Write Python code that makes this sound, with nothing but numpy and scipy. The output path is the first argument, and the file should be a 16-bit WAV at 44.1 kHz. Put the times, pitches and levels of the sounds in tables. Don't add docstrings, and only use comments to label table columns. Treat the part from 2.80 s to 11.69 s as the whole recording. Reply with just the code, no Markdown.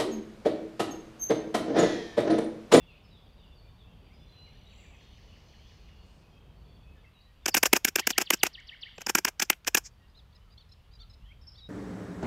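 import sys
import numpy as np
from scipy import signal
from scipy.fft import rfft, irfft
from scipy.io import wavfile
from scipy.ndimage import uniform_filter1d, map_coordinates

SR = 44100
rng = np.random.default_rng(int(sys.argv[2]) if len(sys.argv) > 2 else 0)


def file_out(sig):
    cols = np.atleast_2d(sig).T
    lim = np.clip(cols, -1, 1)
    pcm = np.round(lim * 32767).astype(np.int16)
    wavfile.write(sys.argv[1], SR, pcm)


def nominal_scale(level):
    x = np.asarray(level, float) / 20
    return 10 ** x


N = 392032


def unit(x):
    return x / np.sqrt(np.mean(x ** 2) + 1e-20)


def along(points, hz):
    f, v = np.transpose(points)
    return np.interp(np.log(hz + 1), np.log(f + 1), v)


def curves(rows):
    s, level, *cols = np.transpose(rows)
    t = np.arange(N) / SR
    return [np.interp(t, s, level, -150, -150)] + [np.interp(t, s, c) for c in cols]


def wobble(rate):
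    knots = rng.standard_normal(int(N * rate / SR) + 4)
    return map_coordinates(knots, [np.arange(N) * rate / SR])


def rush(spectrum, patchy_db):
    hz, _, z = signal.stft(rng.standard_normal(N), SR, nperseg=4096)
    colour = nominal_scale(along([(1, -120)] + spectrum, hz))
    x = signal.istft(z * colour[:, None], nperseg=4096)[1]
    z = signal.stft(x, nperseg=512)[2]
    field = uniform_filter1d(rng.standard_normal(z.shape), size=5, axis=0)
    field = uniform_filter1d(field, size=10, axis=1)
    return unit(signal.istft(z * nominal_scale(patchy_db * unit(field)), nperseg=512)[1][:N])


def add(out, s, piece):
    room = out[max(round(s * SR), 0):][:len(piece)]
    room += piece[:len(room)]


def voice(notes, edge, swell_db=0):
    hz, size = np.zeros(N), np.zeros(N)
    for s, length, a, b, c, db in notes:
        u = np.linspace(0, 1, round(length * SR))
        hz[round(s * SR):][:len(u)] = 0
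        add(hz, s, a * (1 - u) * (1 - 2 * u) + 4 * b * u * (1 - u) + c * u * (2 * u - 1))
        add(size, s, nominal_scale(db + 5.0 + swell_db * (u - 3.0)) * np.abs(np.sin(np.pi * u)) ** edge)
    return 2 * np.pi * np.cumsum(hz) / SR, size


def whistles(notes, edge, flutter_db, waver, swell_db=0):
    throats = [voice(notes[k::4], edge, swell_db) for k in range(4)]
    return sum(size * nominal_scale(flutter_db * wobble(60)) * np.sin(turn + waver * wobble(70))
               for turn, size in throats)


def glides(rows):
    return [(s, length, a, (a + c) / 2 - 0.07 * abs(a - c), c, db) for s, length, a, c, db in rows]


def held(rows):
    return sorted((s, length, hz, hz, hz, db) for s, length, hz, db in rows)


def contours(shapes, calls, flutter_db=2.5, fade_s=0.0017):
    out = np.zeros(N)
    for shape in shapes:
        s, hz, db = np.transpose(shape)
        t = np.arange(s[0], s[-1], 1 / SR)
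        pitch = uniform_filter1d(np.interp(t, s, hz), size=200, mode="nearest")
        tone = np.sin(2 * np.pi * np.cumsum(pitch) / SR)
        fade = np.clip(np.minimum(t - s[0], s[-1] - t) / fade_s, 0, 1)
        for at, gain_db in calls:
            add(out, at + s[0], fade * nominal_scale(np.interp(t, s, db) + gain_db) * tone)
    return out * nominal_scale(flutter_db * wobble(60))


def trill(rows, rate, fall_hz, duty):
    db, hz = curves(rows)
    beat = (rate * np.arange(N) / SR) % 1 - .5
    tone = np.sin(2 * np.pi * np.cumsum(hz - fall_hz * beat) / SR)
    pips = np.exp(-(beat / duty) ** 2) * tone
    return nominal_scale(db + 1.6 * wobble(rate)) * unit(pips)


def trees(x, t60):
    out, step, t = np.zeros(N + SR), SR // 3, np.arange(SR // 2) / SR
    for k in range(0, N, step):
        tail = rng.standard_normal(len(t)) * nominal_scale(-60 * t / t60) * (1 - np.exp(-t / 0.0062))
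        add(out, k / SR, signal.fftconvolve(x[k:k + step], tail / np.linalg.norm(tail)))
    return out[:N]


# frequency in Hz, density in dB per Hz.
HISS_SPECTRUM = [(240, -31), (400, -7), (1100, -1), (2050, -6.5), (3480, -8), (8060, -21.5), (15000, -21.5),
                 (15700, -31), (16500, -39.5)]


def hiss():
    return nominal_scale(-71) * rush(HISS_SPECTRUM, patchy_db=.6)


# time in seconds, rumble in dB, distant drone in dB.
WIND = [
    [(0.0, -54, -62), (4.26, -54, -61.5)],
    [(4.27, -58, -68.5), (6.58, -60, -69), (8.89, -53.5, -69)],
]
# frequency in Hz, density in dB per Hz.
RUMBLE_SPECTRUM = [(12, -48), (20, -18), (39, 4), (59, 3.5), (81, -1.5), (114, -4.5), (250, -28.5),
                   (320, -45), (550, -120)]
DRONE_SPECTRUM = [(88, -26.5), (150, 2), (329, -11), (446, -9.5), (571, -12), (1130, -18.5), (1550, -29.5),
                  (2200, -38), (2860, -59.5), (4840, -120)]


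def wind():
    rumble_db, drone_db = curves(WIND[0] + WIND[1])
    rumble = nominal_scale(rumble_db + 1.2 * wobble(5)) * rush(RUMBLE_SPECTRUM, patchy_db=.6)
    return rumble + nominal_scale(drone_db) * rush(DRONE_SPECTRUM, patchy_db=1.2)


# time in seconds, level in dB.
RUSTLE_LEVEL = [
    (3.23, -95.5),
    (3.26, -79),
    (3.42, -81),
    (3.47, -98),
]
# frequency in Hz, density in dB per Hz.
LEAF_SPECTRUM = [(4000, -24), (5000, 2.5), (8600, 0), (9100, 4), (9500, -32)]


def leaves():
    return nominal_scale(curves(RUSTLE_LEVEL)[0]) * rush(LEAF_SPECTRUM, patchy_db=1)


# time in seconds, level in dB.
CHORUS_LEVEL = [
    [(0, -69.5), (.7, -76), (1.5, -70.5), (2.1, -66.5), (3.1, -68), (3.5, -75.5), (4.6, -75)],
    [(7.12, -80), (8.89, -76)],
]
# frequency in Hz, density in dB per Hz.
CHORUS_SPECTRUM = [(1400, -31), (1800, -9.5), (2500, -1.5), (2950, 1), (3700, -4), (4100, -13.5),
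                   (4700, -5), (5200, -31)]


def chorus():
    return nominal_scale(curves(CHORUS_LEVEL[0] + CHORUS_LEVEL[1])[0]) * rush(CHORUS_SPECTRUM, patchy_db=2.6)


FLOCK_PITCHES = [2500, 2900, 2950, 3350, 3600, 4200]


def flock(count):
    at, length, pick, fall, size = rng.random((count, 5)).T
    s = np.sort(3.6 * at)
    hz = np.take(FLOCK_PITCHES, (pick * len(FLOCK_PITCHES)).astype(int))
    hz = hz * (1 + .04 * (size - fall))
    db = np.interp(s, *np.transpose(CHORUS_LEVEL[0])) - 9.5 - 8 * size
    start_hz, end_hz = hz * (1 + .12 * fall ** 3), hz * (1 - .1 * fall ** 3)
    notes = np.transpose([s, .025 + .06 * length, start_hz, end_hz, db])
    return whistles(glides(notes), edge=.5, flutter_db=3, waver=1.5)


# time in seconds, level in dB.
WHEEZE_LEVEL = [
    (2.15, -83),
    (2.2, -74),
    (2.9, -70.5),
    (3.3, -76),
    (3.6, -81),
]
# frequency in Hz, density in dB per Hz.
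WHEEZE_SPECTRUM = [(3700, -39), (4100, 0), (5000, -1.5), (6500, -8.5), (7800, -21), (8500, -44)]


def wheeze():
    return nominal_scale(curves(WHEEZE_LEVEL)[0] + 1.5 * wobble(25)) * rush(WHEEZE_SPECTRUM, patchy_db=1)


# start in seconds, length in seconds, start in Hz, end in Hz, level in dB.
FAR_GLIDES = [(0.001, 0.047, 3600, 3320, -71.5), (0.07, 0.065, 2890, 2480, -68),
              (0.128, 0.023, 2550, 2150, -75), (0.236, 0.04, 5350, 5150, -77.5),
              (0.308, 0.089, 4060, 3320, -72), (0.58, 0.065, 3930, 3330, -75.5),
              (0.62, 0.05, 3200, 2700, -75), (0.751, 0.064, 4730, 4330, -73),
              (0.988, 0.054, 3830, 3220, -72), (1.262, 0.04, 2715, 2100, -80),
              (1.3, 0.052, 2060, 2600, -77), (1.522, 0.03, 3800, 2930, -77), (1.65, 0.031, 4700, 4300, -86),
              (1.66, 0.029, 2500, 2050, -73), (1.69, 0.04, 2900, 2250, -77),
              (1.722, 0.022, 1800, 1650, -78), (1.745, 0.04, 4200, 3450, -77),
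              (1.78, 0.041, 2900, 2050, -78), (1.88, 0.04, 4250, 4550, -76), (1.886, 0.06, 3850, 2150, -72),
              (1.91, 0.024, 3500, 3100, -83), (1.98, 0.036, 2920, 2600, -70.5),
              (2.018, 0.042, 2540, 1643, -71), (2.04, 0.049, 2500, 2270, -73),
              (2.1, 0.069, 2776, 2460, -71), (2.13, 0.04, 2310, 1690, -79)]
# start in seconds, length in seconds, pitch in Hz, level in dB.
FAR_NOTES = [(0.0, 0.033, 2695, -64), (0.15, 0.14, 2430, -85), (0.4, 0.09, 3650, -78),
             (0.43, 0.044, 3230, -69), (0.55, 0.12, 3600, -78), (0.68, 0.09, 2700, -78),
             (0.87, 0.06, 3590, -76), (1.07, 0.096, 3230, -78), (0.714, 0.043, 3510, -69.5),
             (0.83, 0.08, 2400, -77), (0.838, 0.063, 4470, -78), (1.045, 0.094, 2703, -72),
             (1.19, 0.1, 4670, -84), (1.33, 0.05, 4950, -75), (1.38, 0.075, 3470, -67),
             (1.464, 0.22, 4040, -69.5), (1.546, 0.15, 2885, -71), (1.55, 0.2, 4890, -86),
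             (1.72, 0.04, 4220, -75), (1.79, 0.07, 4270, -82), (1.74, 0.08, 3230, -83),
             (1.84, 0.06, 2970, -84), (1.738, 0.1, 2920, -74), (1.752, 0.021, 1810, -73),
             (1.85, 0.045, 3880, -71), (1.92, 0.1, 3910, -75), (1.97, 0.043, 2100, -75),
             (2.2, 0.093, 3690, -74), (2.205, 0.063, 3290, -71), (2.27, 0.063, 3100, -74),
             (2.33, 0.26, 2960, -79), (2.5, 0.1, 2900, -73), (2.6, 0.22, 2950, -78), (2.82, 0.1, 3384, -75),
             (2.85, 0.1, 2914, -73), (2.68, 0.11, 4340, -79), (2.72, 0.1, 4155, -80),
             (2.88, 0.1, 4400, -81), (2.92, 0.2, 4220, -83), (3.15, 0.1, 4400, -80), (3.0, 0.35, 2850, -77),
             (3.43, 0.084, 2540, -75.5), (3.55, 0.08, 2600, -75.5), (3.508, 0.1, 3220, -74),
             (3.64, 0.085, 3150, -80), (3.75, 0.38, 4486, -81), (4.15, 0.1, 4450, -90),
             (3.85, 0.1, 3520, -83), (3.87, 0.09, 3340, -80), (3.95, 0.1, 3400, -79),
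             (4.008, 0.2, 2557, -80.5)]


def far_whistles():
    out = nominal_scale(3.5) * whistles(glides(FAR_GLIDES), edge=.3, flutter_db=1.2, waver=.6)
    return out + nominal_scale(-1.5) * whistles(held(FAR_NOTES), edge=.35, flutter_db=3.5, waver=1.9)


# time from its start in seconds, pitch in Hz, level in dB.
CHIP_SHAPE = [
    (0, 3080, -70),
    (.008, 2500, -69),
    (.018, 1850, -65),
    (.024, 1580, -68),
]


def chips():
    starts = 2.195 + .1762 * np.arange(6)
    return contours([CHIP_SHAPE], [(s, 2) for s in starts], flutter_db=.8)


# time in seconds, level in dB, centre in Hz.
WARBLE_LEVEL = [
    (3.84, -84, 3440),
    (3.87, -76, 3380),
    (4.04, -80, 3400),
    (4.07, -86, 3400),
]


def warble():
    return trill(WARBLE_LEVEL, rate=49, fall_hz=700, duty=.22)


# time in seconds, level in dB, centre in Hz.
FAST_TRILL = [
    (1.3, -88, 5700),
    (1.4, -84, 5750),
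    (1.85, -80, 5900),
    (1.95, -78.5, 6050),
    (2.9, -79.5, 6050),
    (3.08, -84, 6050),
]


def fast_trill():
    return trill(FAST_TRILL, rate=48.2, fall_hz=1700, duty=.16)


# time in seconds, level in dB, centre in Hz.
SLOW_TRILL = [
    (0, -87, 4770),
    (.6, -81, 4700),
    (1.25, -99, 4640),
]


def slow_trill():
    return trill(SLOW_TRILL, rate=14, fall_hz=1500, duty=.14)


# time in seconds, level in dB.
BUZZ_LEVEL = [
    (1.85, -90),
    (2.012, -70),
    (2.26, -85),
]


def buzz():
    band = rush([(6600, -40), (6900, 0), (7800, -2), (8400, -30)], patchy_db=1.5)
    return nominal_scale(curves(BUZZ_LEVEL)[0]) * unit(band * nominal_scale(1.6 * wobble(200)))


# time from its start in seconds, pitch in Hz, level in dB.
SONG_PHRASE = [
    [(-.001, 4760, -57.5), (.007, 6040, -65)],
    [(.004, 3820, -67), (.010, 4983, -53.5), (.017, 3820, -53.5), (.025, 2983, -43), (.033, 2410, -61)],
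    [(.043, 1844, -64), (.05, 1800, -58), (.065, 2340, -55.5), (.074, 1797, -60.5), (.083, 1380, -65)],
]
SONG_TURNS_DB = [8.7, 8.1, 3.8, 5.3, 6.4, 6.5, 6.9]


def song():
    return contours(SONG_PHRASE, [(5.171 + k * .14, db) for k, db in enumerate(SONG_TURNS_DB)])


# start in seconds, length in seconds, start in Hz, end in Hz, level in dB.
NEAR_GLIDES = [(4.24, 0.027, 2300, 1830, -69), (4.258, 0.03, 2650, 2660, -67),
               (4.618, 0.045, 3740, 3350, -71), (6.155, 0.023, 7120, 7760, -69),
               (6.18, 0.025, 7740, 7070, -66.5), (7.54, 0.06, 2820, 2956, -77),
               (7.65, 0.05, 1404, 1244, -79), (7.83, 0.04, 3700, 3500, -81),
               (7.955, 0.035, 2450, 2740, -79), (8.408, 0.061, 2647, 3150, -73.5),
               (8.772, 0.052, 4000, 3850, -61)]
# start in seconds, length in seconds, pitch in Hz, level in dB.
NEAR_NOTES = [(4.154, 0.049, 1745, -74.5), (4.17, 0.048, 3600, -77), (4.39, 0.092, 3870, -76),
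              (4.352, 0.067, 2850, -77), (4.43, 0.058, 4000, -77.5), (4.45, 0.07, 1890, -77),
              (7.1, 0.1, 4640, -85.5), (7.2, 0.061, 1890, -76), (7.215, 0.055, 2810, -77.5),
              (7.22, 0.035, 3800, -83), (7.535, 0.048, 1930, -78.5), (7.6, 0.077, 3010, -75.5),
              (7.99, 0.12, 2820, -80), (8.45, 0.063, 3360, -75), (8.2, 0.044, 1346, -72),
              (8.455, 0.067, 3166, -66.5), (8.6, 0.06, 3760, -82), (8.77, 0.032, 2260, -80),
              (8.771, 0.028, 1910, -78), (8.82, 0.053, 3800, -56)]
# time from its start in seconds, pitch in Hz, level in dB.
WHIT_SHAPE = [
    (0, 4700, -65.5),
    (.008, 5530, -61.5),
    (.02, 5250, -58.5),
    (.032, 4810, -61),
]
# start in seconds, gain in dB.
WHIT_CALLS = [
    (8.612, 2),
    (8.667, 5.5),
]
# time in seconds, pitch in Hz, level in dB.
SWOOP_SHAPE = [
    (4.703, 5500, -52),
    (4.72, 4850, -45),
    (4.733, 4450, -52),
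    (4.742, 4300, -66),
]
# time in seconds, pitch in Hz, level in dB.
DIP_SHAPE = [
    (4.333, 4020, -72),
    (4.37, 3820, -66),
    (4.398, 3800, -65),
    (4.424, 4800, -66),
]


def near_whistles():
    out = whistles(glides(NEAR_GLIDES), edge=0.52, flutter_db=-4.0, waver=0.33)
    out += whistles(held(NEAR_NOTES), edge=.4, flutter_db=2.2, waver=1.1)
    out += contours([WHIT_SHAPE], WHIT_CALLS)
    return out + contours([SWOOP_SHAPE, DIP_SHAPE], [(0.00029, 0.00031)], flutter_db=1.0)


# time in seconds, pitch in Hz, level in dB.
HOOK_SHAPE = [
    (8.46, 1760, -79),
    (8.5, 2050, -74),
    (8.521, 2280, -58),
    (8.529, 2800, -70.5),
    (8.539, 2150, -75),
]


def hooked_whistle():
    return contours([HOOK_SHAPE], [(0.00035, 6.4)])


# start in seconds, length in seconds,
# top of the lower voice in Hz, lower level in dB, upper level in dB.
SQUEAK_CALLS = [
    [(7.285, 0.035, 4100, -82, -79), (7.705, 0.038, 3960, -75.5, -71.5), (8.115, 0.052, 3990, -73, -70),
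     (8.684, 0.05, 4000, -81.5, -75)],
    [(7.347, 0.058, 4110, -63, -78), (7.775, 0.045, 3640, -66, -66.5), (8.192, 0.043, 3660, -62.5, -62.5),
     (8.75, 0.061, 3770, -63.5, -65)],
    [(7.526, 0.0095, 3524, -71, -71), (7.89, 0.012, 4130, -69.5, -69.5), (8.298, 0.02, 4054, -67, -64.5),
     (8.865, 0.012, 4070, -83, -70)],
    [(7.545, 0.026, 4100, -66.5, -64.5), (7.912, 0.03, 4200, -67, -67), (8.329, 0.019, 4175, -64, -64)],
]
# lower start and end as ratios to its top, delay of the upper voice in seconds,
# upper length and upper top as ratios to the lower's.
SQUEAK_ARCHES = [
    (.87, .93, -.004, 1.15, 1.23),
    (.84, .8, -.004, 1.28, 1.24),
    (.97, .92, 0, 1.2, 1.285),
    (.88, .86, .005, .8, 1.275),
]


def squeaker():
    lower, upper = [], []
    for calls, (start, end, delay, stretch, above) in zip(SQUEAK_CALLS, SQUEAK_ARCHES):
        rise, fall = start ** 0.94, end ** 0.94
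        for s, length, hz, low_db, high_db in calls:
            top = above * hz
            lower.append((s, length, start * hz, hz, end * hz, low_db))
            upper.append((s + delay, stretch * length, rise * top, top, fall * top, high_db))
    low, a = voice(lower, edge=0.33)
    high, b = voice(upper, edge=0.16)
    low, high = low + .55 * wobble(500), high + .6 * wobble(500)
    own = np.sin(high) + nominal_scale(-20) * np.sin(high / 2) + nominal_scale(-26.0) * np.sin(3 * high / 2)
    mixed = nominal_scale(-19.0) * np.sin(low + high / 2) + nominal_scale(-33.0) * np.sin(low + high)
    return nominal_scale(3.8 * wobble(150)) * (a * np.sin(low) + b * own + np.sqrt(a * b) * mixed)


# frequency in Hz, density in dB per Hz.
INSECT_SPECTRUM = [(120, -11), (360, 1.5), (520, -8), (1250, -9.5), (1580, 3), (1850, -2.5), (2400, 2),
                   (4100, -17), (5300, 0), (7000, -4.5), (8600, -12), (10000, -10), (10800, -15),
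                   (12300, -6.5), (15500, -16)]
INSECT_PARTS = {"thump": (195, 440), "body": (520, 4200), "wing": (4200, 7800), "top": (8300, 16000),
                "belly": (520, 830), "flank": (830, 1250), "plate": (1250, 1900), "ridge": (1900, 2600),
                "edge": (2600, 4200)}


def ringing(part):
    hz, (lo, hi) = np.fft.rfftfreq(2048, 1 / SR), INSECT_PARTS[part]
    steepness = 12 if part == "thump" else 24
    share = 1 / (1 + (lo / (hz + 1)) ** 12) / (1 + (hz / hi) ** steepness)
    gain = nominal_scale(along(INSECT_SPECTRUM, hz)) * np.sqrt(share)
    cep = irfft(np.log(np.maximum(gain, 1e-4)))
    cep[1:1024] *= 2
    cep[1025:] = 0
    return irfft(np.exp(rfft(cep)))[:1024]


RINGS = {part: ringing(part) for part in INSECT_PARTS}


def teeth(rate_hz, grip, jitter, grit):
    count = len(rate_hz)
    turn = 2 * np.pi * np.cumsum(rate_hz) / SR + jitter * np.cumsum(rng.standard_normal(count))
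    unevenness = uniform_filter1d(rng.standard_normal(count), size=9)
    clicks = rng.standard_normal(count) * nominal_scale(12.0 * unevenness)
    return grip * (np.sin(turn) + 0.45 * np.sin(2 * turn)) + grit * clicks


def stroke(out, row, shape, late, rate_hz, grip, jitter, grit):
    s, ms, wing_db, *others = row
    lead = 600
    t = np.arange(-lead, 2400) / SR * 1000
    u = np.clip(t / ms, 0, 1)
    scrape = teeth(rate_hz(t, u), grip(t, u), jitter, grit)
    parts = "wing", "top", "thump", "belly", "flank", "plate", "ridge", "edge"
    for part, over_db, lean_db in zip(parts, [0] + others, late + 4 * late[-1:]):
        push = nominal_scale(shape(t, ms) + lean_db * (u - .5))
        jolt = .9 * nominal_scale(over_db) * (part == "thump")
        sound = signal.fftconvolve((scrape + jolt) * push, RINGS[part])[:len(t)]
        size = np.linalg.norm(sound[t < ms + 12]) / np.sqrt(ms * SR / 1000)
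        add(out, s - lead / SR, nominal_scale(wing_db + over_db) * sound / size)


def rub(out, s, push, part):
    ring = RINGS[part]
    add(out, s, signal.fftconvolve(rng.standard_normal(len(push)) * push, ring) / np.linalg.norm(ring))


def body(db, lean_db, belly_db, tilt_db, ridge_db):
    belly, flank = belly_db - 2.5 - tilt_db / 2, belly_db - 2 + tilt_db / 2
    return db - 5 + np.array([belly, flank, -lean_db / 2, ridge_db, lean_db / 2])


def missed_db(wing_db):
    return np.clip(3 * (-43 - wing_db), 0, 13)


# start in seconds, length in ms, wing level in dB, speed as brightness in dB,
# body jolt in dB.
DOWN_STROKES = [(4.6572, 7.5, -25.5, -9.5, -9.5), (4.7421, 10.4, -25, 0.5, -9.5),
                (4.828, 10.2, -25, 1.5, -5), (4.929, 7.4, -22, 4, 4), (5.0461, 7.2, -23.5, 2, -7),
                (5.1558, 6.9, -25, -0.5, -5), (5.2686, 8.2, -24, -2.5, -9), (5.3787, 6.9, -22, -2.5, -8),
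                (5.503, 5.36, -24, 2.5, -6), (5.631, 6.2, -23.5, 2.5, -4), (6.179, 6.5, -54, -13, 5.5),
                (6.264, 7.8, -29.5, -13, -11), (6.3492, 7.8, -22, -2, -5.5), (6.447, 6.7, -23.5, -4, -11),
                (6.5957, 8.8, -27.5, -9.5, -18.5), (6.6983, 6.2, -23.5, 2.1, -7),
                (6.846, 3.84, -53.5, -18, -13), (6.945, 8.7, -22.5, -1, -8.5)]
# lean from plate to edge in dB, belly level in dB.
DOWN_SEATS = [(-4.5, -3), (0.5, -2.5), (-3, -1), (0, -1), (-1, -12.5), (-6.5, -6.5), (-5.5, -5), (-2, -3.5),
              (3.5, -1), (-2, -1), (1, 2.5), (-5, 0.5), (-4.5, -4.5), (-4, -6), (-4, -7), (-0.5, -4),
              (2.5, -11), (-5, -7)]
DOWN_TILTS = [1.5, 2.5, -2, -0.5, -1, -3, -1.5, -1, 2, -1, -7, 3.5, 7, 10.5, 0.5, 3.5, 0, 1]


def down_strokes(out):
    def kick(t, ms):
        at = [-13, -2.4, -1.8, 0, 0.28 * ms, 0.54 * ms, 0.85 * ms, ms + 1, ms + 6, ms + 40]
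        return np.interp(t, at, [-54, -43, -34.5, -13, -0.5, 1, -1.5, -17.5, -27.5, -86.5])

    for row, seat, tilt_db in zip(DOWN_STROKES, DOWN_SEATS, DOWN_TILTS):
        _, _, wing_db, speed_db, _ = row
        body_db = 6 + 0.57 * speed_db + missed_db(wing_db)
        ridge_db = 3.5 + 0.55 * max(speed_db, -3)
        fastest_hz = np.clip(17500 + 1100 * speed_db, 8500, 15000)
        stroke(out, (*row, *body(body_db, *seat, tilt_db, ridge_db)), kick, (-6.5, 11.0, -8.5, -3.5),
               lambda t, u: np.interp(u, [.18, .9], [4600, fastest_hz]),
               lambda t, u: np.sin(np.pi * u) ** 0.091, jitter=0.16, grit=0.92)


# start in seconds, length in ms, wing level in dB, drag leading into it in dB.
RETURN_STROKES = [(4.679, 12.7, -30.5, -37), (4.7664, 13.9, -25.5, -32.5), (4.8548, 12.1, -25.5, -35),
                  (4.9613, 10, -26.5, -31), (5.0803, 7.9, -30, -37), (5.193, 7.4, -30, -31),
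                  (5.302, 7.9, -28.5, -42), (5.4121, 9.5, -29.5, -31.5), (5.533, 10.3, -27, -35),
                  (5.6644, 6.2, -31.5, -31), (6.215, 4.3, -41.5, -48), (6.2932, 8.4, -27.5, -36.5),
                  (6.3822, 6.5, -27, -32.5), (6.48, 8.1, -33, -31), (6.6193, 10.6, -26.5, -32.5),
                  (6.7284, 4.3, -48, -43.5), (6.8741, 9.2, -26.5, -34.5), (6.9694, 12.3, -27.5, -36.5)]
# lean from plate to edge in dB, belly in dB, jolt in dB.
RETURN_SEATS = [(1, -0.5, 4), (-2.5, -3.5, 3), (1.5, -1, -2), (-0.3, -0.5, -0.5), (-3, -14, 2.2),
                (8, -1.5, -1), (0.5, -6, 2.5), (0, -2, 2), (3, -8.5, 6.5), (7, -0.5, -8), (5, -3, -8),
                (-1, -0.5, 3.5), (-4.5, -4, 3), (-1, -0.5, 1), (4, -5, -0.5), (0.5, -16.5, -2.5),
                (1.5, -3, -3), (0, -3.5, -1.5)]
RETURN_TILTS = [-5.5, 0, 0.5, 1, 2, 3.5, -1, 0, 2.5, -0.5, -5, 3, 1.5, 1, 2, -1, -1, 2.5]


def return_strokes(out):
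    def slide(t, ms):
        at = [-1.5, .4, 1.4, 4, ms, ms + 5, ms + 16, ms + 35]
        return np.interp(t, at, [-60.0, -17.5, -1.5, -5.0, -7.0, -21.5, -42.5, -65.0])

    rows = zip(RETURN_STROKES, RETURN_SEATS, RETURN_TILTS)
    for (s, ms, wing_db, _), (*seat, jolt_db), tilt_db in rows:
        parts = body(2.53 + missed_db(wing_db), *seat, tilt_db, 1.14)
        row = s, ms, wing_db, -9.5 + 0.41 * ms, -10 + jolt_db, *parts
        stroke(out, row, slide, (7.0, 7.0, -15.0, -8),
               lambda t, u: np.interp(t, [1, 4.5, 9, 18], [8090, 5852, 4400, 2600]),
               lambda t, u: np.exp(-np.abs(t / 9) ** 4.3), jitter=0.14, grit=0.91)


def drags(out):
    for (s, ms, down_db, *_), (turn, _, back_db, late_db) in zip(DOWN_STROKES, RETURN_STROKES):
        start = s + ms / 1000
        u = np.linspace(0, 1, round((turn - start) * SR) + 60)
        slips = nominal_scale(3.6 * np.repeat(rng.standard_normal(40), 50)[:len(u)])
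        early_db, wing_db = down_db - 23.5, back_db - 13
        for part, from_db, to_db in (("body", early_db, late_db),
                                     ("thump", early_db - 6.5, late_db - 11.0),
                                     ("wing", early_db - 1.5, wing_db),
                                     ("top", early_db - 9.5, wing_db - 5.0)):
            rub(out, start, slips * nominal_scale(np.interp(u, [.4, .75], [from_db, to_db])), part)


# centre in seconds, half width in ms, level in dB.
LEG_BRUSHES = [
    (7.062, 15, -43.5),
    (5.803, 3.7, -63),
    (5.572, 4, -54.5),
    (6.652, 9, -52),
    (4.168, 1, -71),
]


def brushes(out):
    t = np.arange(-3000, 3000) / SR
    for s, ms, db in LEG_BRUSHES:
        swell = nominal_scale(db) * np.exp(-np.abs(t * 1000 / ms) ** 1.74)
        for part, under_db in (("wing", 0), ("body", -15), ("top", -24)):
            rub(out, s + t[0], nominal_scale(under_db) * swell, part)


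def locust():
    out = np.zeros(N)
    down_strokes(out)
    return_strokes(out)
    drags(out)
    brushes(out)
    return out


def scene():
    background = hiss() + wind() + leaves() + chorus() + wheeze()
    far = far_whistles() + chips() + flock(count=110) + warble()
    fast, slow, sung = fast_trill(), slow_trill(), song()
    near, hook, squeaks = near_whistles(), hooked_whistle(), squeaker()
    bug = locust()
    echoes = nominal_scale(-0.5) * trees(far + slow + nominal_scale(-9.0) * fast, t60=0.76)
    echoes += nominal_scale(-6.0) * trees(sung, t60=0.9)
    echoes += nominal_scale(-5.0) * trees(near + nominal_scale(-8.0) * squeaks + nominal_scale(-9.5) * hook, t60=0.58)
    echoes += nominal_scale(-32.0) * trees(bug, t60=0.17)
    birds = far + fast + slow + near + hook + squeaks + sung + buzz()
    return (background + birds + echoes + bug)[None]


def low_pass(x):
    return signal.sosfilt(signal.butter(12, 16640, fs=SR, output="sos"), x)


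def record(dry):
    rounded = dry / (1 + np.abs(dry / .8) ** 4) ** (1 / 4)
    band_limit = signal.ellip(8, .3, 70, 15750, fs=SR, output="sos")
    return low_pass(signal.sosfilt(band_limit, rounded))


dry = scene()
out = record(dry)
file_out(out)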